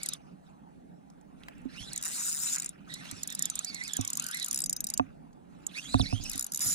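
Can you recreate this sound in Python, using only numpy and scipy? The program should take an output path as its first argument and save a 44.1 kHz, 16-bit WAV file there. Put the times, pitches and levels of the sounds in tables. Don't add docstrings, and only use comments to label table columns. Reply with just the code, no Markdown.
import sys
import numpy as np
from scipy import signal
from scipy.io import wavfile
from scipy.ndimage import uniform_filter1d

SR = 44100
rng = np.random.default_rng(int(sys.argv[2]) if len(sys.argv) > 2 else 0)


def volts_from_decibels(level):
    exponent = np.asarray(level, float) / 20
    return 10 ** exponent


def output_pcm(signal):
    pcm = np.clip(np.atleast_2d(signal).T, -1, 1) * 32767
    wavfile.write(sys.argv[1], SR, np.round(pcm).astype(np.int16))


N = 297234
T = np.arange(N) / SR


# time in seconds, strength in dB before the spool colours it.
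SINGLE_SNAPS = [(0.031, -20.5), (0.0592, -21.5), (0.0864, -18.5), (0.1333, -22), (1.9308, -27),
                (1.9592, -28), (1.976, -24.5), (2.011, -34.5), (2.0245, -23), (2.0352, -23.5),
                (2.5657, -36.5), (2.582, -24.5), (2.5885, -33.5), (2.598, -22.5), (2.6198, -24.5),
                (2.6293, -31), (2.6435, -28), (2.6589, -27.5), (2.6902, -28.5), (2.9384, -25.5),
                (3.1114, -25.5), (3.2312, -25), (3.2737, -23.5), (3.301, -29.5), (3.3235, -28),
                (3.3488, -21.5), (3.3911, -22), (3.4224, -19.5), (3.454, -20.5), (3.4988, -20.5),
                (3.5538, -21.5), (3.5901, -21.5), (3.6455, -22.5), (3.7445, -25), (3.836, -28.5),
                (3.877, -29.5), (3.9334, -23.5), (3.9664, -19.5), (4.0099, -23), (4.048, -24),
                (4.0753, -22), (4.101, -24.5), (4.1307, -23), (4.1524, -27.5), (4.171, -20.5),
                (4.1966, -23), (4.2218, -28), (4.2405, -27.5), (4.2639, -24.5), (4.2853, -26),
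                (4.3106, -26), (4.3443, -26), (4.3696, -29), (4.3964, -25), (4.4253, -24), (4.444, -23),
                (4.46, -24.5), (4.482, -24), (4.5099, -21), (4.528, -24), (4.5432, -22.5), (4.558, -24.5),
                (4.5741, -23), (4.588, -21.5), (4.6025, -23), (4.6176, -24), (4.6383, -21.5), (4.659, -22),
                (4.6946, -19.5), (4.706, -36.5), (4.727, -21), (4.7631, -21.5), (4.804, -22),
                (4.8407, -21.5), (4.8676, -22), (4.8865, -35.5), (4.8997, -21), (4.9372, -19),
                (4.975, -22.5), (5.6656, -26.5), (6.2372, -32.5), (6.2954, -27), (6.3138, -29.5),
                (6.3311, -31), (6.3562, -30.5), (6.3768, -28.5), (6.3932, -23), (6.4079, -25.5),
                (6.4242, -26.5), (6.4426, -27), (6.4643, -28.5), (6.519, -27), (6.5345, -30.5),
                (6.545, -22), (6.5581, -28.5), (6.573, -23.5), (6.5915, -27)]
# time in seconds, average snaps per second, strength in dB before the spool colours it.
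LINE_RUNS = [
    [(2.042, 185, -24), (2.1, 150, -29.5), (2.15, 235, -28.5), (2.29, 195, -26), (2.35, 142, -25.5),
     (2.44, 230, -26), (2.51, 270, -29), (2.56, 120, -22)],
    [(6.6, 180, -23), (6.63, 225, -25.5), (6.71, 270, -24.5), (6.74, 350, -31)],
]
# pitch in Hz, relative level in dB,
# time to die by 60 dB in seconds, left over right in dB, how far the left leads in radians.
SPOOL_MODES = [(3840, -21.5, 0.021, -6.5, 1), (4510, -23.5, 0.032, -5, -2.5), (5050, -11, 0.025, 2, -2),
               (5846, -12.5, 0.012, -16.5, -1), (6220, -29.5, 0.15, 14, -6.5), (6990, 4.5, 0.0067, -5, 1),
               (7404, -5, 0.016, -0.5, 2.74), (8070, -10.5, 0.022, -2, 0.78), (8720, -6.5, 0.018, 2, -9),
               (9370, -14, 0.02, 12, -7), (10040, -12.5, 0.013, -8.5, -2.5), (10760, -7.5, 0.0097, -3, -6),
               (11380, -13, 0.019, 3, 2.5), (12430, -18, .011, -1.5, 1.5), (13660, -12.5, 0.011, -1.5, 2),
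               (14800, -22.5, 0.011, -5, -0.5)]
SIDE_ON_GAIN = [-6, -30, -9.5, -6.5, -3, 0, 3, 3.5, 8.5, -13, -4.5, -25.5, -7, -1.5, -10, 13]
# time in seconds, how far side-on from 0 to 1, extra left over right in dB
# near 7 kHz, dB added to modes over 9.5 kHz as the spool tips to the ports.
REEL_FACING = [(0, 0.13, 8, 1.5), (1.9, 0.3, 3.5, 4.5), (2.7, 0.66, 5, 1), (3.2, 0.28, -1, 5),
               (3.7, 0.15, -10, -0.5), (4.3, 0.08, 6, 4.5), (5, 0, -5.5, 3), (5.7, 0.34, -6, 2.5),
               (6.3, 0, 5, 9), (6.74, 0, -4.5, 6)]


def drag():
    snaps = np.zeros(N)
    for s, db in SINGLE_SNAPS:
        snaps[round(s * SR)] = volts_from_decibels(db)

    rate, level = np.zeros((2, N))
    for rows in LINE_RUNS:
        on = (T >= rows[0][0]) & (T < rows[-1][0])
        per_s, db = curves(rows)
        rate += on * per_s
        level += on * volts_from_decibels(db)
    uneven_rate = rate * (1 + 0.18 * slow(60).real)
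    teeth = np.floor(np.cumsum(uneven_rate) / SR)
    run_level = level * volts_from_decibels(0.74 * rng.standard_normal(N))
    snaps[1:] += (np.diff(teeth) > 0) * run_level[1:]

    u = np.arange(700) / SR
    main_push = (u / 0.0014) ** 2 * np.exp(2 - 2 * u / 0.0014)
    chatter = main_push + 0.079 * (u > 0.002) * np.exp(-u / 0.0041)
    force = signal.oaconvolve(snaps, chatter)[:N]
    tooth = np.cumsum(snaps > 0)

    side_on, main_pan_db, bright_db = curves(REEL_FACING)
    high_pan_db = 3.5 - 4.0 * side_on
    out = np.zeros((2, N))
    for (hz, db, t60, pan_db, lead), side_db in zip(SPOOL_MODES, SIDE_ON_GAIN):
        long_ring = t60 > 0.05
        direct_noise, scattered_noise = rng.standard_normal((2, N))
        phase, grip, off = rng.standard_normal((999, 3))[tooth].T
        pitch = hz * (1 + 0.03 * off)
        push = 0.19 * volts_from_decibels(0.5 * grip) * np.exp(2j * np.pi * (pitch * T + phase))
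        luck = volts_from_decibels(-9 * abs(off) * long_ring + 2 * grip)
        direct = ring(force * (push + direct_noise) * luck, hz, t60)
        scattered = ring(force * scattered_noise * luck, hz, t60)
        if hz > 7500:
            pan_db = pan_db + high_pan_db
        else:
            pan_db = pan_db + main_pan_db * (hz > 6500)
        both = pair(direct, pan_db, lead)
        both[0] = 0.71 * both[0] + 1.33 * volts_from_decibels(pan_db / 2) * scattered.imag
        both *= volts_from_decibels(3 * slow(15).real)
        mode_db = db + (hz > 9500) * bright_db + long_ring * 3.5 + side_on * side_db
        out += volts_from_decibels(mode_db) * both
    band = signal.butter(3, [2900, 15900], "bandpass", fs=SR, output="sos")
    return volts_from_decibels(-26.5) * signal.sosfilt(band, out)


# time in seconds, gear tooth rate in Hz, load in dB.
CRANK_SPURTS = [
    [(0, 2146, 2), (.03, 2513, 0), (.09, 1376, 1.5), (.15, 1194, -6.5)],
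    [(1.71, 1386, -9.5), (1.8, 3160, 2), (1.86, 3590, -0.5), (1.88, 3926, 0), (1.92, 2213, 0.5),
     (2.0, 1720, -5), (2.08, 1395, -18), (2.14, 2284, 4), (2.2, 2020, -3)],
    [(2.87, 1410, -21), (2.9, 1910, -0.5), (2.95, 1920, 0), (2.995, 2200, -1), (3.05, 1427, -5),
     (3.09, 1628, -1.5), (3.15, 2600, -4), (3.21, 2567, 1.5), (3.27, 1503, -6.5), (3.32, 1996, 3),
     (3.36, 1550, -7.5), (3.4, 1886, 0.5), (3.48, 1730, -3), (3.54, 1174, -2), (3.61, 1259, 2),
     (3.64, 1900, -1), (3.68, 2392, 3.5), (3.81, 1904, 1.5), (3.86, 2580, 6), (3.9, 1722, 3.5),
     (3.97, 1690, 3.5), (4.0, 1189, 2.5), (4.15, 970, -3.5), (4.25, 1535, 7.5), (4.31, 1414, 1.5),
     (4.35, 2123, 5), (4.43, 1997, 4.5), (4.48, 1313, 0.5), (4.6, 947, -5.5)],
    [(5.71, 1152, -8.5), (5.78, 2500, 9.5), (5.83, 3310, 2), (5.86, 3143, 5), (5.89, 3820, 4.5),
     (5.94, 4330, 9), (5.97, 3584, 0), (5.995, 4790, 13.5), (6.03, 2517, 4.5), (6.06, 1960, 4.5),
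     (6.1, 2560, 4.5), (6.13, 2650, 6), (6.16, 3200, 3.5), (6.22, 3376, 1.5), (6.26, 2610, 7),
     (6.29, 3083, 5.5), (6.34, 1950, -0.5), (6.4, 1885, -11)],
]
# dB at a 2 kHz tooth rate before the case colours it,
# dB gained per octave of speed, share of the load felt.
TOOTH_PARTIALS = [(-52., -0.4, 1.04), (-53.5, 4.5, 1.67), (-55, 1, 0.68)]


def gears():
    out = np.zeros((2, N))
    fuzz = []
    for width in (110, 200, 320):  # Hz, one for each partial
        blur = evened(slow(width) + 0.8 * slow(4 * width))
        fuzz.append(blur * volts_from_decibels(6 * slow(25).real - 3))
    waver = 1 + 0.022 * slow(45).real
    for on, hz, load_db in spurts(CRANK_SPURTS, 0.012):
        turn = np.exp(2j * np.pi * np.cumsum(hz * waver) / SR)
        for k, (db, slope_db, share) in enumerate(TOOTH_PARTIALS):
            f = hz * (k + 1)
            case = housing(f) / (1 + (f / 6500) ** 4)
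            gain = on * volts_from_decibels(db + slope_db * np.log2(hz / 2000) + share * load_db) * case
            out += gain * pair(fuzz[k] * turn ** (k + 1), read(LEAN, f) - 2.5, read(LEAD, f))
    return out


# centre in Hz, width in Hz, gain at the centre in dB.
CASE_RESONANCES = [(1950, 200, 6.5), (2500, 200, 1), (2990, 450, -8.5), (3533, 200, 7.5), (3850, 650, 8),
                   (4650, 170, 3), (5350, 450, 7)]


def housing(hz):
    gain = 1
    for f, width, db in CASE_RESONANCES:
        gain = gain + (volts_from_decibels(db) - 1) / (1 + (2 * (hz - f) / width) ** 2)
    return gain


def rubbing(crank_db, slope_db, share, run_db, idle_db):
    fade_s = 0.039
    crank, line = np.zeros((2, N))
    for on, hz, load_db in spurts(CRANK_SPURTS, fade_s):
        crank += on * volts_from_decibels(crank_db + slope_db * np.log2(hz / 2000) + share * load_db)
    for on, per_s, db in spurts(LINE_RUNS, fade_s):
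        line += on * volts_from_decibels(run_db + db) * per_s / 200
    return crank + line + volts_from_decibels(idle_db)


# frequency in Hz, relative dB per Hz.
HISS_COLOUR = [(2000, -44.5), (3000, -13), (4000, -5.5), (5200, -8), (6500, -2.5), (10500, -9.5),
               (14000, -29.5), (16000, -45.5)]
# frequency in Hz, relative dB per Hz.
DULL_COLOUR = [(350, -37), (600, -11.5), (1000, -2.5), (1400, 1.1), (2000, -6), (2700, -1), (3300, -14.5),
               (5000, -35.5)]
# centre in seconds, half length in seconds,
# rustle level in dB before the grit, dB by which the hiss stands over it.
HAND_BRUSHES = [(.2, 0.16, -73, -7.5), (0.485, 0.045, -74, -2.5), (1.442, 0.051, -69.5, -4),
                (1.56, 0.14, -61, -16), (2.611, 0.075, -51.5, -0.5), (2.795, 0.068, -64.5, -23),
                (3.066, 0.052, -52, -8), (4.34, 0.19, -65, 8.5), (4.743, 0.22, -62.5, -15),
                (4.9, 0.024, -61, 4), (5.018, 0.088, -65, -19.5), (5.639, 0.12, -67, -7.5),
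                (6.362, 0.029, -64.5, 19), (6.517, 0.17, -61, -0.5)]


def rub():
    swells = [(s, half, db, db + bright_db) for s, half, db, bright_db in HAND_BRUSHES]
    dull, bright = bells(swells)
    grit = volts_from_decibels(2.07 * slow(200).real)
    hz = np.arange(1500, 16500, 50)
    colour = np.transpose([hz, read(HISS_COLOUR, hz) + 20 * np.log10(housing(hz))])
    hiss_level = bright + rubbing(crank_db=-54.5, slope_db=1.5, share=0.8, run_db=-23, idle_db=-86)
    rustle_level = dull + rubbing(crank_db=-60, slope_db=2.2, share=-0.07, run_db=-24.5, idle_db=-81)
    hiss = hiss_level * noise(colour, size=512, patchy_db=5.5, likeness=0.81)
    rustle = rustle_level * noise(DULL_COLOUR, size=512, patchy_db=4.0, likeness=1.19)
    return grit * (hiss + rustle)


BUTT_BUMPS = [(1.652, -53, -74, -33, -63), (1.803, -41, -44.5, -60, -48), (3.121, -47, -45.5, -45.5, -52),
              (3.988, -42, -30, -31.5, -29.5), (4.996, -42, -36.5, -26, -16),
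              (5.9431, -21, -21.5, -22, -16.5), (5.996, -20, -22.5, -27.5, -21),
              (6.126, -37, -23, -32, -25), (6.196, -45.5, -39, -47, -44), (6.349, -54, -47, -43.5, -42),
              (6.658, -49, -39.5, -53, -38)]
# pitch in Hz, time to die by 60 dB in seconds,
# lag behind the blow in seconds, left over right in dB, how far the left leads in radians.
MOUNT_MODES = [(62.6, 0.098, 0.0039, -5.5, 0.23), (104, 0.12, 0.0045, -12, 1.7),
               (261.8, 0.092, .003, -14, 8.3), (726.5, 0.05, 0.00074, -3, 2.6),
               (1200, 0.019, 0.00046, 19, 3.493)]


def bumps():
    out = np.zeros((2, N))
    for k, (hz, t60, lag, pan_db, lead) in enumerate(MOUNT_MODES):
        blows = np.zeros(N)
        for s, *db in BUTT_BUMPS:
            top_db = 1.72 * db[-1] + 11.5
            strengths = (*db, top_db)
            blows[round((s + lag) * SR)] = -volts_from_decibels(strengths[k])
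        swell = ring(ring(blows, hz, t60), hz, 2.21 / hz)
        swell *= np.log(1000) * hz / 3.18 / SR
        out += pair(swell, pan_db, lead) / volts_from_decibels(pan_db / 2)
    knock = volts_from_decibels(17.5) * ring(ring(blows, 960, 0.0077), 910, 0.0011) * 0.058
    crack = volts_from_decibels(-11) * ring(ring(blows, 2600, 0.016), 2100, 0.003) * 0.085
    return out + pair(knock + crack, -2.1, 2.53)


# start in seconds, peak in dB midway between the ports, centre in Hz.
SMALL_TICKS = [(0.489, -51.5, 1810), (1.1012, -47.5, 6410), (1.212, -52, 6700), (1.435, -38.5, 3520),
               (1.4842, -27, 1200), (1.581, -53.5, 8000), (1.617, -54, 8400), (1.652, -55.5, 7000),
               (5.3298, -54.5, 6000)]


def ticks():
    out = np.zeros((2, N))
    u = np.arange(900) / SR
    puffs = rng.standard_normal((len(SMALL_TICKS), len(u)))
    for (s, db, hz), puff in zip(SMALL_TICKS, puffs):
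        z = ring(puff * np.exp(-u / 0.003), hz, 0.0014)
        at = round(s * SR)
        out[:, at:at + len(u)] += volts_from_decibels(db) * pair(z / abs(z).max(), -5, read(LEAD, hz))
    return out


# centre in seconds, half length in seconds,
# relative gust level in dB, relative level of the lowest rumble in dB.
WIND_PUFFS = [(.02, 0.05, -73, -72), (1.63, 0.22, -60, -64), (1.9, 0.083, -66, -65.5),
              (2.95, 0.38, -67.5, -78), (4.17, 0.0887, -63.5, -82), (4.85, 0.28, -61.5, -66),
              (5.3, 0.22, -71.5, -72), (5.92, 0.052, -52, -59), (6.03, 0.0282, -45, -60),
              (6.2, 0.15, -57, -46), (6.74, 0.088, -50.5, -70)]
# frequency in Hz, relative dB per Hz.
PORT_COLOUR = [(18, -58.5), (30, -40.5), (64, -9.5), (81, -17), (118, -20.5), (161, 0.5), (231, -5.5),
               (286, -5.5), (346, -25), (402, -23), (600, -22), (780, -28.5), (1320, -120)]


def wind():
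    gust, rumble = bells(WIND_PUFFS)
    lumps = volts_from_decibels(3.1 * slow(27.5).real)
    gust_level = (gust + volts_from_decibels(-58.5)) * volts_from_decibels(3.5)
    gusts = gust_level * lumps * noise(PORT_COLOUR, size=2048, patchy_db=0.0, likeness=0.22)
    deep = [(12, -20.5), (30, -1.5), (60, -10.5), (90, -33.5), (200, -67)]  # Hz, relative dB per Hz
    sides = volts_from_decibels([[-3], [1.5]])
    rumble_level = (rumble + volts_from_decibels(-81.5)) * sides
    return gusts + rumble_level * noise(deep, size=4096, patchy_db=0.0, likeness=2.5)


# frequency in Hz, relative dB per Hz.
SHORE_COLOUR = [(180, -49), (300, -8.5), (400, -9), (520, -14), (810, -7.5), (1000, -17), (1300, -21.5),
                (3000, -37.5), (5600, -42), (8000, -40.5), (16000, -56)]


def shore():
    return volts_from_decibels(-60) * noise(SHORE_COLOUR, size=1024, patchy_db=3.0)


# frequency in Hz, likeness of left and right (scaled, then held within -1 to 1).
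SAME_SIDES = [(300, 0.03), (500, 1), (1200, 1.07), (2000, -0.43), (4000, 1), (8000, -0.5), (16000, 8.5)]
# frequency in Hz, how far the left leads in radians.
LEAD = [(300, 3), (1500, 4.5), (3000, 1), (4500, 1.42), (6000, 2), (16000, -0.5)]
# frequency in Hz, left over right in dB.
LEAN = [(100, -5.5), (1000, -1), (3500, -6), (6000, -3), (8500, 7), (16000, 1.5)]


def noise(colour, size, patchy_db, likeness=1):
    hop = size // 4
    frames = N // hop + 5
    hz = np.fft.rfftfreq(size, 1 / SR)
    a, b, c, d, patch = rng.standard_normal((frames, len(hz), 5)).T
    patch = uniform_filter1d(patch, size=8, axis=0)
    patch = evened(uniform_filter1d(patch, size=10, axis=1))
    same = np.clip(likeness * read(SAME_SIDES, hz), -1, 1)[:, None]
    lean = volts_from_decibels(read(LEAN, hz) / 2)[:, None]
    right = a + 1j * b
    left = same * right + np.sqrt(1 - same ** 2) * (c + 1j * d)
    left = left * np.exp(1j * read(LEAD, hz))[:, None]
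    z = np.array([left * lean, right / lean])
    z = z * volts_from_decibels(read(colour, hz)[:, None] + patchy_db * patch)
    return evened(signal.istft(z, nperseg=size, noverlap=size - hop)[1][:, :N])


def evened(x):
    return x / np.sqrt(np.mean(abs(x) ** 2) + 1e-20)


def read(points, hz):
    f, value = np.transpose(points)
    return np.interp(np.log(hz + 1), np.log(f + 1), value)


def curves(rows):
    s, *columns = np.transpose(rows)
    return [np.interp(T, s, c) for c in columns]


def bells(rows):
    s, half, *columns = np.transpose(rows)
    coarse = T[::64]
    shape = np.exp(-((coarse[:, None] - s) / half) ** 2)
    return [np.interp(T, coarse, shape @ volts_from_decibels(db)) for db in columns]


def spurts(tables, fade_s):
    for rows in tables:
        since_opening = T - rows[0][0] + 0.026
        until_closing = rows[-1][0] + fade_s - T
        gate = np.clip(np.minimum(since_opening, until_closing) / fade_s, 0, 1)
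        yield (gate, *curves(rows))


def ring(x, hz, t60):
    pole = np.exp((2j * np.pi * hz - np.log(1000) / t60) / SR)
    return signal.lfilter([1], [1, -pole], x)


def pair(z, pan_db, lead):
    left = volts_from_decibels(pan_db / 2) * (z * np.exp(1j * lead)).imag
    right = volts_from_decibels(-pan_db / 2) * z.imag
    return np.array([left, right])


def slow(hz):
    z = rng.standard_normal(N) + 1j * rng.standard_normal(N)
    r = np.exp(-np.pi * hz / SR)
    return evened(signal.lfilter([1], np.convolve([1, -r], [1, -r]), z))


def scene():
    return drag() + gears() + rub() + bumps() + ticks() + wind() + shore()


def band_limit(x):
    return signal.sosfilt(signal.butter(12, 16800, fs=SR, output="sos"), x)


def record(dry):
    return band_limit(dry)


dry = scene()
out = record(dry)
output_pcm(out)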